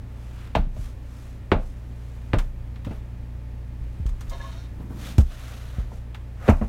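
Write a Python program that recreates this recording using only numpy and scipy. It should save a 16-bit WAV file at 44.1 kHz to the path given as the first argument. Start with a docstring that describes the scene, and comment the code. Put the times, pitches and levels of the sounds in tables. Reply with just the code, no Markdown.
"""A motor hums throughout in a small workshop, and clothes rustle faintly as someone climbs steep stairs.
Each footfall is an impact: it cracks on a wooden tread, rings the boards and sets the frame swaying.
After four seconds a plywood hatch overhead is pushed open, and its hinge creaks by stick-slip friction.
The hatch grinds, bumps and rubs along its frame; at last it knocks home and bounces once."""
import sys
import numpy as np
from scipy import signal
from scipy.fft import rfft, irfft
from scipy.io import wavfile
from scipy.ndimage import uniform_filter1d

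SR = 44100
rng = np.random.default_rng(int(sys.argv[2]) if len(sys.argv) > 2 else 0)


def inscribe(sig):
    """Save sig as 16-bit PCM at rate SR to the path in sys.argv[1].

    A 1-D sig is mono; a 2-D sig holds one channel per row.
    Samples are clipped to [-1, 1] before scaling.
    """
    pcm = np.round(np.clip(np.atleast_2d(sig).T, -1, 1) * 32767)
    wavfile.write(sys.argv[1], SR, pcm.astype(np.int16))


N = 294595
TIME = np.arange(N) / SR
AGE = TIME[:SR // 2]   # time since an impact
CUTOFF_HZ = 15900


def from_db(db):
    return 10 ** (np.asarray(db) / 20)


def rms_one(x):
    return x / np.sqrt(np.mean(x ** 2) + 1e-20)


def at_hz(points, hz):
    known_hz, values = np.transpose(points)
    return np.interp(np.log(hz), np.log(known_hz), values)


def band(x, low, high, order=3):
    sos = signal.butter(order, [low, min(high, .48 * SR)], "band", fs=SR, output="sos")
    return signal.sosfilt(sos, x + 1e-18)


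def drift(per_s):
    """Random modulation: straight lines between values of unit spread."""
    return np.interp(TIME * per_s, np.arange(400), rng.standard_normal(400))


def stroke(s, rise_s, fall_s):
    """Sliding speed: a Gaussian bell that reaches 1 at time s."""
    return np.exp(-.5 * ((TIME - s) / np.where(TIME < s, rise_s, fall_s)) ** 2)


def coloured(x, spectrum):
    """Spectral shaping, with a roll-off below the first point; rms 1."""
    hz = np.maximum(np.fft.rfftfreq(N, 1 / SR), 1)
    roll_off = np.minimum(hz / spectrum[0][0], 1) ** 2
    return rms_one(irfft(rfft(x) * from_db(at_hz(spectrum, hz)) * roll_off, N))


def friction(spectrum):
    """Friction noise: fibres catch and let go, changing its strength every few milliseconds."""
    grip = rms_one(uniform_filter1d(rng.standard_normal(N), size=260))
    return coloured(rng.standard_normal(N) * from_db(1.4 * grip), spectrum)


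# Spectra of moving air and of the room's rumble: frequency_hz, density_db
AIR_SPECTRUM = [(82, -51), (140, -13), (149, -14), (238, -4.5), (353, -10.5), (390, -10.5), (534, -13.5),
                (824, -17.5), (892, -18.5), (1490, -23.5), (1780, -21.5), (4850, -35.5), (15500, -47)]
RUMBLE_SPECTRUM = [(20, -4), (30, 9.5), (45, 0.5), (70, -2.5), (95, 1), (140, -10), (210, -12.5),
                   (300, -17), (450, -52)]


def room_noise(air_db=-52.5, rumble_db=-42):
    """Stationary broadband noise: moving air over a low rumble."""
    air = from_db(air_db) * coloured(rng.standard_normal(N), AIR_SPECTRUM)
    rumble = from_db(rumble_db) * coloured(rng.standard_normal(N), RUMBLE_SPECTRUM)
    return air + rumble


# Partials of the motor: pitch_hz, level_db
MOTOR_PARTIALS = [(59.2, -35), (91.5, -45.5), (118.4, -41), (177.6, -56), (236.9, -58), (538.3, -67.5),
                  (586.8, -68), (877.5, -68.5), (1820, -80), (2444, -75)]
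# The hum grows as the listener nears the stairs: time_s, gain_db
MOTOR_GAIN = [(0, -2.5), (.8, -2.5), (1.1, -3.5), (1.6, -2.5), (2.2, -0.4), (6.68, -2)]


def motor_hum(waver_rad=0.045):
    """Periodic vibration gives a line spectrum; each partial wavers slightly in phase."""
    hum = 0
    for hz, db in MOTOR_PARTIALS:
        phase = 2 * np.pi * (hz * TIME + rng.random()) + waver_rad * drift(11)
        hum += np.sqrt(2) * from_db(db) * np.sin(phase)
    return from_db(np.interp(TIME, *np.transpose(MOTOR_GAIN))) * hum


# Swishes, about one to each move of a limb: peak_s, width_s, level_db, extra_treble_db
SWISHES = [(0.27, 0.11, -60.5, -0.5), (0.44, 0.067, -55, -6), (0.83, 0.062, -57.5, 5),
           (1.21, .11, -59.5, 2.5), (1.66, 0.067, -67, 8.5), (2.12, 0.25, -64, 1),
           (2.93, 0.051, -58.5, -2.5), (3.92, 0.13, -66, -1.5), (4.44, 0.17, -54, -2),
           (5.95, 0.038, -63, 4.5), (6.6, 0.12, -55.5, 2.5)]
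# Spectrum of rubbing cloth: frequency_hz, density_db
CLOTH_SPECTRUM = [(710, -20), (1200, -0.5), (1320, -4.5), (1490, -4), (2010, -8), (2380, -6.5), (4830, -14),
                  (6240, -13), (15500, -23.5)]


def clothes(gain_db=1, treble_hz=4000):
    """Sliding friction of cloth on cloth: noise swells with each move, some brighter than others."""
    grain = friction(CLOTH_SPECTRUM)
    low, high = band(grain, 300, treble_hz), band(grain, treble_hz, CUTOFF_HZ)
    return sum(from_db(gain_db + db) * stroke(s, width, width) * (low + from_db(treble_db) * high)
               for s, width, db, treble_db in SWISHES)


# Sound scattered by walls and shelves: frequency_hz, density_db
SCATTER_SPECTRUM = [(100, 13), (300, 1.5), (700, 8), (1400, -1.5), (2500, -7), (3800, -7), (4900, -21),
                    (6500, -8), (9000, -25), (15000, -22.5)]
# Reverberation time of the workshop: frequency_hz, t60_s
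ROOM_DECAY = [(100, 0.61), (400, 0.3), (1000, 0.28), (3000, 0.27), (6000, 0.33), (15000, 0.63)]


def reflections(early_t60, late_db):
    """Diffuse reverberation: a quick burst from near surfaces, then a tail that decays band by band."""
    edges = np.geomspace(90, 16000, 19)
    white = rng.standard_normal((2, len(AGE)))
    out = 0
    for k, (low, high) in enumerate(zip(edges, edges[1:])):
        hz = np.sqrt(low * high)
        fade = from_db(-60 * AGE / early_t60) + from_db(late_db - 60 * AGE / at_hz(ROOM_DECAY, hz))
        out += band(white[k % 2], low, high, order=2) * fade * from_db(at_hz(SCATTER_SPECTRUM, hz))
    return rms_one(out)


def in_registers(sound, edges, levels_db):
    """Filter bank: each band is scaled so that its first 30 ms have the given level."""
    parts = [band(sound, low, high) for low, high in zip(edges, edges[1:])]
    return sum(from_db(db) * part / np.std(part[:SR * 3 // 100]) for part, db in zip(parts, levels_db))


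# Snaps of loaded joints: start_s, middle_db, treble_db
JOINT_SNAPS = [(0.857, -57, -64), (2.3854, -34.5, -43), (2.758, -54, -69), (2.8468, -48.5, -58.5),
               (4.0628, -51.5, -54.5), (4.0901, -54.5, -57.5), (4.208, -49, -52.5), (4.296, -66, -50),
               (5.181, -50, -40), (5.206, -45.5, -48), (6.1454, -45, -60), (6.496, -58, -42)]


def joint_snaps(gain_db=-1):
    """Impulsive release: a loaded joint gives a short, bright burst with no weight behind it."""
    out = np.zeros(N)
    for s, *levels_db in JOINT_SNAPS:
        burst = reflections(early_t60=0.063, late_db=-14.5)
        add(out, s, in_registers(burst, [1000, 4300, 15500], levels_db))
    return from_db(gain_db) * out


def add(out, s, sound):
    """Superposition: mix a sound in at time s."""
    i = round(s * SR)
    out[i:i + len(sound)] += sound[:N - i]


# Slides of the hatch along its frame: peak_s, rise_s, fall_s, rub_db, hiss_db
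HATCH_SLIDES = [(5.08, 0.066, 0.051, -48, -46), (5.33, 0.049, 0.28, -48, -49.5),
                (5.785, 0.029, 0.028, -50, -65), (6.471, 0.039, 0.038, -39, -54.5)]
# Pushes that make the hatch grind: peak_s, rise_s, fall_s, level_db
HATCH_PUSHES = [(4.83, 0.063, 0.042, -43), (4.91, 0.011, 0.22, -40)]
# Spectra of rubbing and of grinding plywood: frequency_hz, density_db
RUB_SPECTRUM = [(290, -21), (500, 6), (638, 5), (792, 3.5), (876, -3.5), (1290, 4), (2690, -5),
                (3630, -11.5), (4910, -21.5), (6180, -20), (7780, -24.5), (15500, -28.5)]
GRIND_SPECTRUM = [(190, 4.5), (260, -2.5), (350, -9), (550, -25), (1000, -18.5), (3000, -41)]


def hatch_friction(rub_gain_db=-1, grind_gain_db=-1):
    """Friction noise grows with sliding speed: plywood grinds dully as it lifts and rubs on its frame."""
    grain = friction(RUB_SPECTRUM)
    rub = from_db(rub_gain_db) * rms_one(band(grain, 380, 2030))
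    hiss = rms_one(band(grain, 3730, 15200))
    rubbing = sum(stroke(s, rise, fall) * (from_db(rub_db) * rub + from_db(hiss_db) * hiss)
                  for s, rise, fall, rub_db, hiss_db in HATCH_SLIDES)
    push = sum(from_db(db) * stroke(s, rise, fall) for s, rise, fall, db in HATCH_PUSHES)
    return rubbing + from_db(grind_gain_db) * push * friction(GRIND_SPECTRUM)


# Brief tones of the hinge: peak_s, width_s, pitch_hz, level_db
HINGE_TONES = [(4.41, 0.007, 1690, -47), (4.44, 0.037, 1075, -47), (4.51, 0.048, 660, -53.5),
               (4.47, .03, 1720, -57), (4.585, .018, 1420, -53), (4.56, 0.062, 3770, -63.5)]


def hinge_squeals(waver_rad_per_khz=0.8, flutter_db=4.5):
    """Mode locking: slips fall in step with one resonance, which sings with unsteady pitch and level."""
    out = 0
    for s, width, hz, db in HINGE_TONES:
        envelope = from_db(db + flutter_db * drift(58)) * stroke(s, width, width)
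        phase = 2 * np.pi * hz * TIME + waver_rad_per_khz * hz / 1000 * drift(58)
        out += envelope * np.sqrt(2) * np.sin(phase)
    return out


# Envelopes of the turning hinge: time_s, groan_db, rasp_db
CREAK_LEVELS = [(4.295, -62, -64), (4.317, -38, -61), (4.333, -37, -50.5), (4.393, -49, -61),
                (4.405, -39, -52), (4.557, -53, -59), (4.583, -48, -54), (4.657, -82, -64),
                (4.67, -67, -70)]
# Resonances of the hinge: pitch_hz, bandwidth_hz, level_db
HINGE_MODES = [(385, 31, 2), (546, 51, -6), (660, 53, 3.5), (940, 150, -5), (1068, 50, 1), (1460, 25, -12),
               (1695, 38, -1), (2130, 190, -5.5), (3120, 270, -0.5), (3700, 120, 6), (4120, 120, 6.5),
               (5460, 240, -2), (6050, 350, -6)]


def hinge_creak(slips_per_s=280, uneven=0.5, groan_gain_db=-4, scrape_db=-27, room_db=-9):
    """Stick-slip: uneven impulses drive resonances; the shifting load favours now one, now another."""
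    times, *curves_db = np.transpose(CREAK_LEVELS)
    spacing, strength = rng.standard_normal((400, 2)).T
    slip_s = times[0] + np.cumsum(np.exp(uneven * spacing)) / slips_per_s
    slips = np.zeros(N)
    slips[np.minimum(slip_s * SR, N - 1).astype(int)] = from_db(2 * strength)
    rings = from_db(scrape_db) * slips
    for hz, width, db in HINGE_MODES:
        radius = np.exp(-np.pi * width / SR)
        feedback = [1, -2 * radius * np.cos(2 * np.pi * hz / SR), radius ** 2]
        mode = signal.lfilter([1 - radius, 0, radius - 1], feedback, slips + 1e-18)
        rings += from_db(db + 2 * drift(18)) * mode
    room = reflections(early_t60=0.03, late_db=-9) / np.sqrt(len(AGE))   # unit energy
    rings += from_db(room_db) * signal.fftconvolve(rings, room)[:N]
    groan, rasp = (uniform_filter1d(from_db(np.interp(TIME, times, db, left=-120, right=-120)), size=400)
                   for db in curves_db)
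    low, high = band(rings, 360, 2140), band(rings, 3000, 6500)
    turning = (TIME > times[0]) & (TIME < times[-1])
    groaning = from_db(groan_gain_db) * groan * low / np.std(low[turning])
    return groaning + rasp * high / np.std(high[turning])


# Modes of the wooden frame: pitch_ratio, level_db
FRAME_MODES = [(1.002, 6), (1.62, -13), (2.7, -14.5)]


def swing(hz, t60, glide, rise_s=0.0013, settle_s=0.0055):
    """Damped modes, the higher dying sooner; with glide, wood is stiff at contact and its pitch sinks."""
    cycles = hz * (AGE + glide * settle_s * (1 - np.exp(-AGE / settle_s)))
    modes = sum(from_db(db - 60 * AGE * np.sqrt(ratio) / t60) * np.sin(2 * np.pi * ratio * cycles)
                for ratio, db in FRAME_MODES)
    return modes * (1 - np.exp(-AGE / rise_s))


# The hatch is shoved, knocks home and bounces once: start_s, level_db
PANEL_KNOCKS = [(5.183, -14.5), (6.486, -4.5), (6.612, -13.5)]


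def hatch_boom():
    """Panel resonance: each knock sounds the drum note of the plywood."""
    out = np.zeros(N)
    note = swing(hz=215.6, t60=0.1, glide=0, rise_s=0.0035)
    for s, db in PANEL_KNOCKS:
        add(out, s, from_db(db) * note)
    return out


# Weight coming onto the frame: start_s, level_db, pitch_hz, extra_pitch_ratio at contact, sway_db
FRAME_LOADS = [(0.561, -23, 60, 0, -16), (0.793, -27, 33.4, 3, -52), (1.52, -16.5, 85, 0, -18),
               (2.336, -16, 99, 0, -14.5), (2.867, -24.5, 93, 1, -40), (3.813, -25.5, 54.8, 0, -45),
               (4, -24.5, 74.7, .6, -43), (4.056, -20, 41.4, 1.5, -26.5), (4.284, -25.5, 36.5, 1, -30),
               (5.1835, -5.5, 63.5, 1.5, -17.5), (5.784, -22.5, 43.7, 3, -47), (6.492, -7, 70.6, 1.2, -14),
               (6.623, -18, 55.5, 1, -42)]


def frame_thuds(t60_cycles=12.9, sway_hz=30.05, sway_lag_s=0.0326):
    """Free vibration after a sudden load: the frame thumps, then the whole staircase sways."""
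    out = np.zeros(N)
    sway = swing(sway_hz, t60_cycles / sway_hz, glide=1, rise_s=0.0037)
    for s, db, hz, glide, sway_db in FRAME_LOADS:
        add(out, s, from_db(db) * swing(hz, t60_cycles / hz, glide))
        add(out, s + sway_lag_s, from_db(sway_db) * sway)
    return out


# Bounds of wood's six registers (body, knock, clack, crack, snap, edge): frequency_hz
REGISTER_EDGES = [130, 300, 650, 1400, 2600, 4300, 15500]
# Modes of the staircase boards: pitch_hz, level_db, t60_s
BOARD_MODES = [(165, -3, .17), (218, 1, .18), (290, -8, .15), (388, -4, .15), (455, 0, .14), (544, -6, .14),
               (620, -5, .16), (700, -7, .16), (790, -5, .14), (860, -3, .13), (1015, -6, .12),
               (1205, -5, .12), (1390, -4, .12), (1530, -13, .11), (1660, -9, .12), (1950, -13, .11),
               (2300, -17, .11), (2470, -19, .12)]
# Heels, soles, hands and hatch striking wood:
# start_s, level_db, dull_above_hz, fall_db_per_octave, extra_snap_db, contact_s, board_hz
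IMPACTS = [(0.551, -25.5, 1230, 9, 4.5, .0008, 904), (0.565, -31, 1150, 17, -4, 0.0036, 710),
           (0.764, -48, 450, 6.5, 2, 0.002, 610), (1.5166, -21.5, 1690, 14, 2.5, 0.0001, 414),
           (1.56, -31, 330, 14, 0, .004, 170), (2.333, -28.5, 1900, 13, 0.5, 0.0002, 365),
           (2.36, -31, 330, 15, 0, 0.0038, 170), (2.867, -39, 420, 8.5, 6, .0026, 215),
           (2.905, -40, 450, 7, 0, 0.016, 217), (4.797, -49, 445, 7, 1, 0.012, 222),
           (4.902, -42, 330, 11, 0, 0.0046, 206), (5.182, -30.5, 654, 7.5, 1, 0.002, 225),
           (5.916, -49.5, 900, 13, -3, .006, 930), (6.477, -30.5, 1100, 7, 0, .012, 456),
           (6.4846, -20, 1470, 19, -1, 0.008, 462), (6.612, -32, 1200, 15, -5, 0.0064, 560)]


def wood_impacts(ring_db=-4, click_db=-4, flex_t60=0.012, focus_db=6, focus_octaves=0.54, struck_db=4.5):
    """Impact excitation: a click, a flexing board, ringing neighbours, echoes; soft contact is slow."""
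    out = np.zeros(N)
    hz, db, t60 = np.transpose(BOARD_MODES)[:, :, None]
    centres = np.sqrt(np.multiply(REGISTER_EDGES[:-1], REGISTER_EDGES[1:]))
    is_snap = np.arange(len(centres)) == 4
    hard_click = rms_one(band(np.exp(-AGE / 0.0003), 550, 3350, order=2))
    for s, level_db, dull_hz, fall_db, snap_db, contact_s, board_hz in IMPACTS:
        # modes and registers near the struck board's pitch are lifted
        near, struck = (np.exp(-.5 * (np.log2(f / board_hz) / focus_octaves) ** 2) for f in (hz, centres))
        strength = from_db(db + focus_db * near + rng.standard_normal(hz.shape))
        strength *= rng.choice([-1, 1], hz.shape)
        modes = strength * np.sin(2 * np.pi * hz * AGE) * from_db(-60 * AGE / t60)
        ring = from_db(ring_db) * rms_one(modes.sum(axis=0))
        onset = 1 - np.exp(-2 * AGE / contact_s)
        click = from_db(click_db) * hard_click * np.exp(-contact_s / 0.0048)
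        flex = rms_one(onset * np.sin(2 * np.pi * board_hz * AGE) * from_db(-60 * AGE / flex_t60))
        sound = click + flex + onset * (ring + reflections(early_t60=0.073, late_db=-10.5))
        dull_db = 10 * np.log10(1 + from_db(fall_db * np.log2(centres / dull_hz)) ** 2)
        colour_db = struck_db * struck - dull_db + snap_db * is_snap
        add(out, s, in_registers(sound, REGISTER_EDGES, level_db + colour_db))
    return out


def scene():
    """Superposition of all sources in one channel, heard from the foot of the stairs."""
    wood = wood_impacts() + frame_thuds() + joint_snaps()
    hatch = hinge_creak() + hinge_squeals() + hatch_friction() + hatch_boom()
    return (wood + hatch + clothes() + motor_hum() + room_noise())[None]


def record(dry, threshold_db=-22, squeeze=0.39, release_db_per_s=25, attack_s=0.046, ceiling=0.8):
    """Compression ducks the room after loud blows; soft clipping and a low-pass filter follow."""
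    level_db = 10 * np.log10(np.maximum(uniform_filter1d(dry[0] ** 2, size=220), 1e-12))
    cut_db = squeeze * np.maximum(level_db - threshold_db, 0)
    held_db = np.maximum.accumulate(cut_db + release_db_per_s * TIME) - release_db_per_s * TIME
    pole = np.exp(-1 / (attack_s * SR))
    ducked = dry * from_db(-signal.lfilter([1 - pole], [1, -pole], held_db))
    limited = ducked / (1 + (ducked / ceiling) ** 6) ** (1 / 6)
    return signal.sosfilt(signal.ellip(10, .1, 80, CUTOFF_HZ, fs=SR, output="sos"), limited)


dry = scene()
out = record(dry)
inscribe(out)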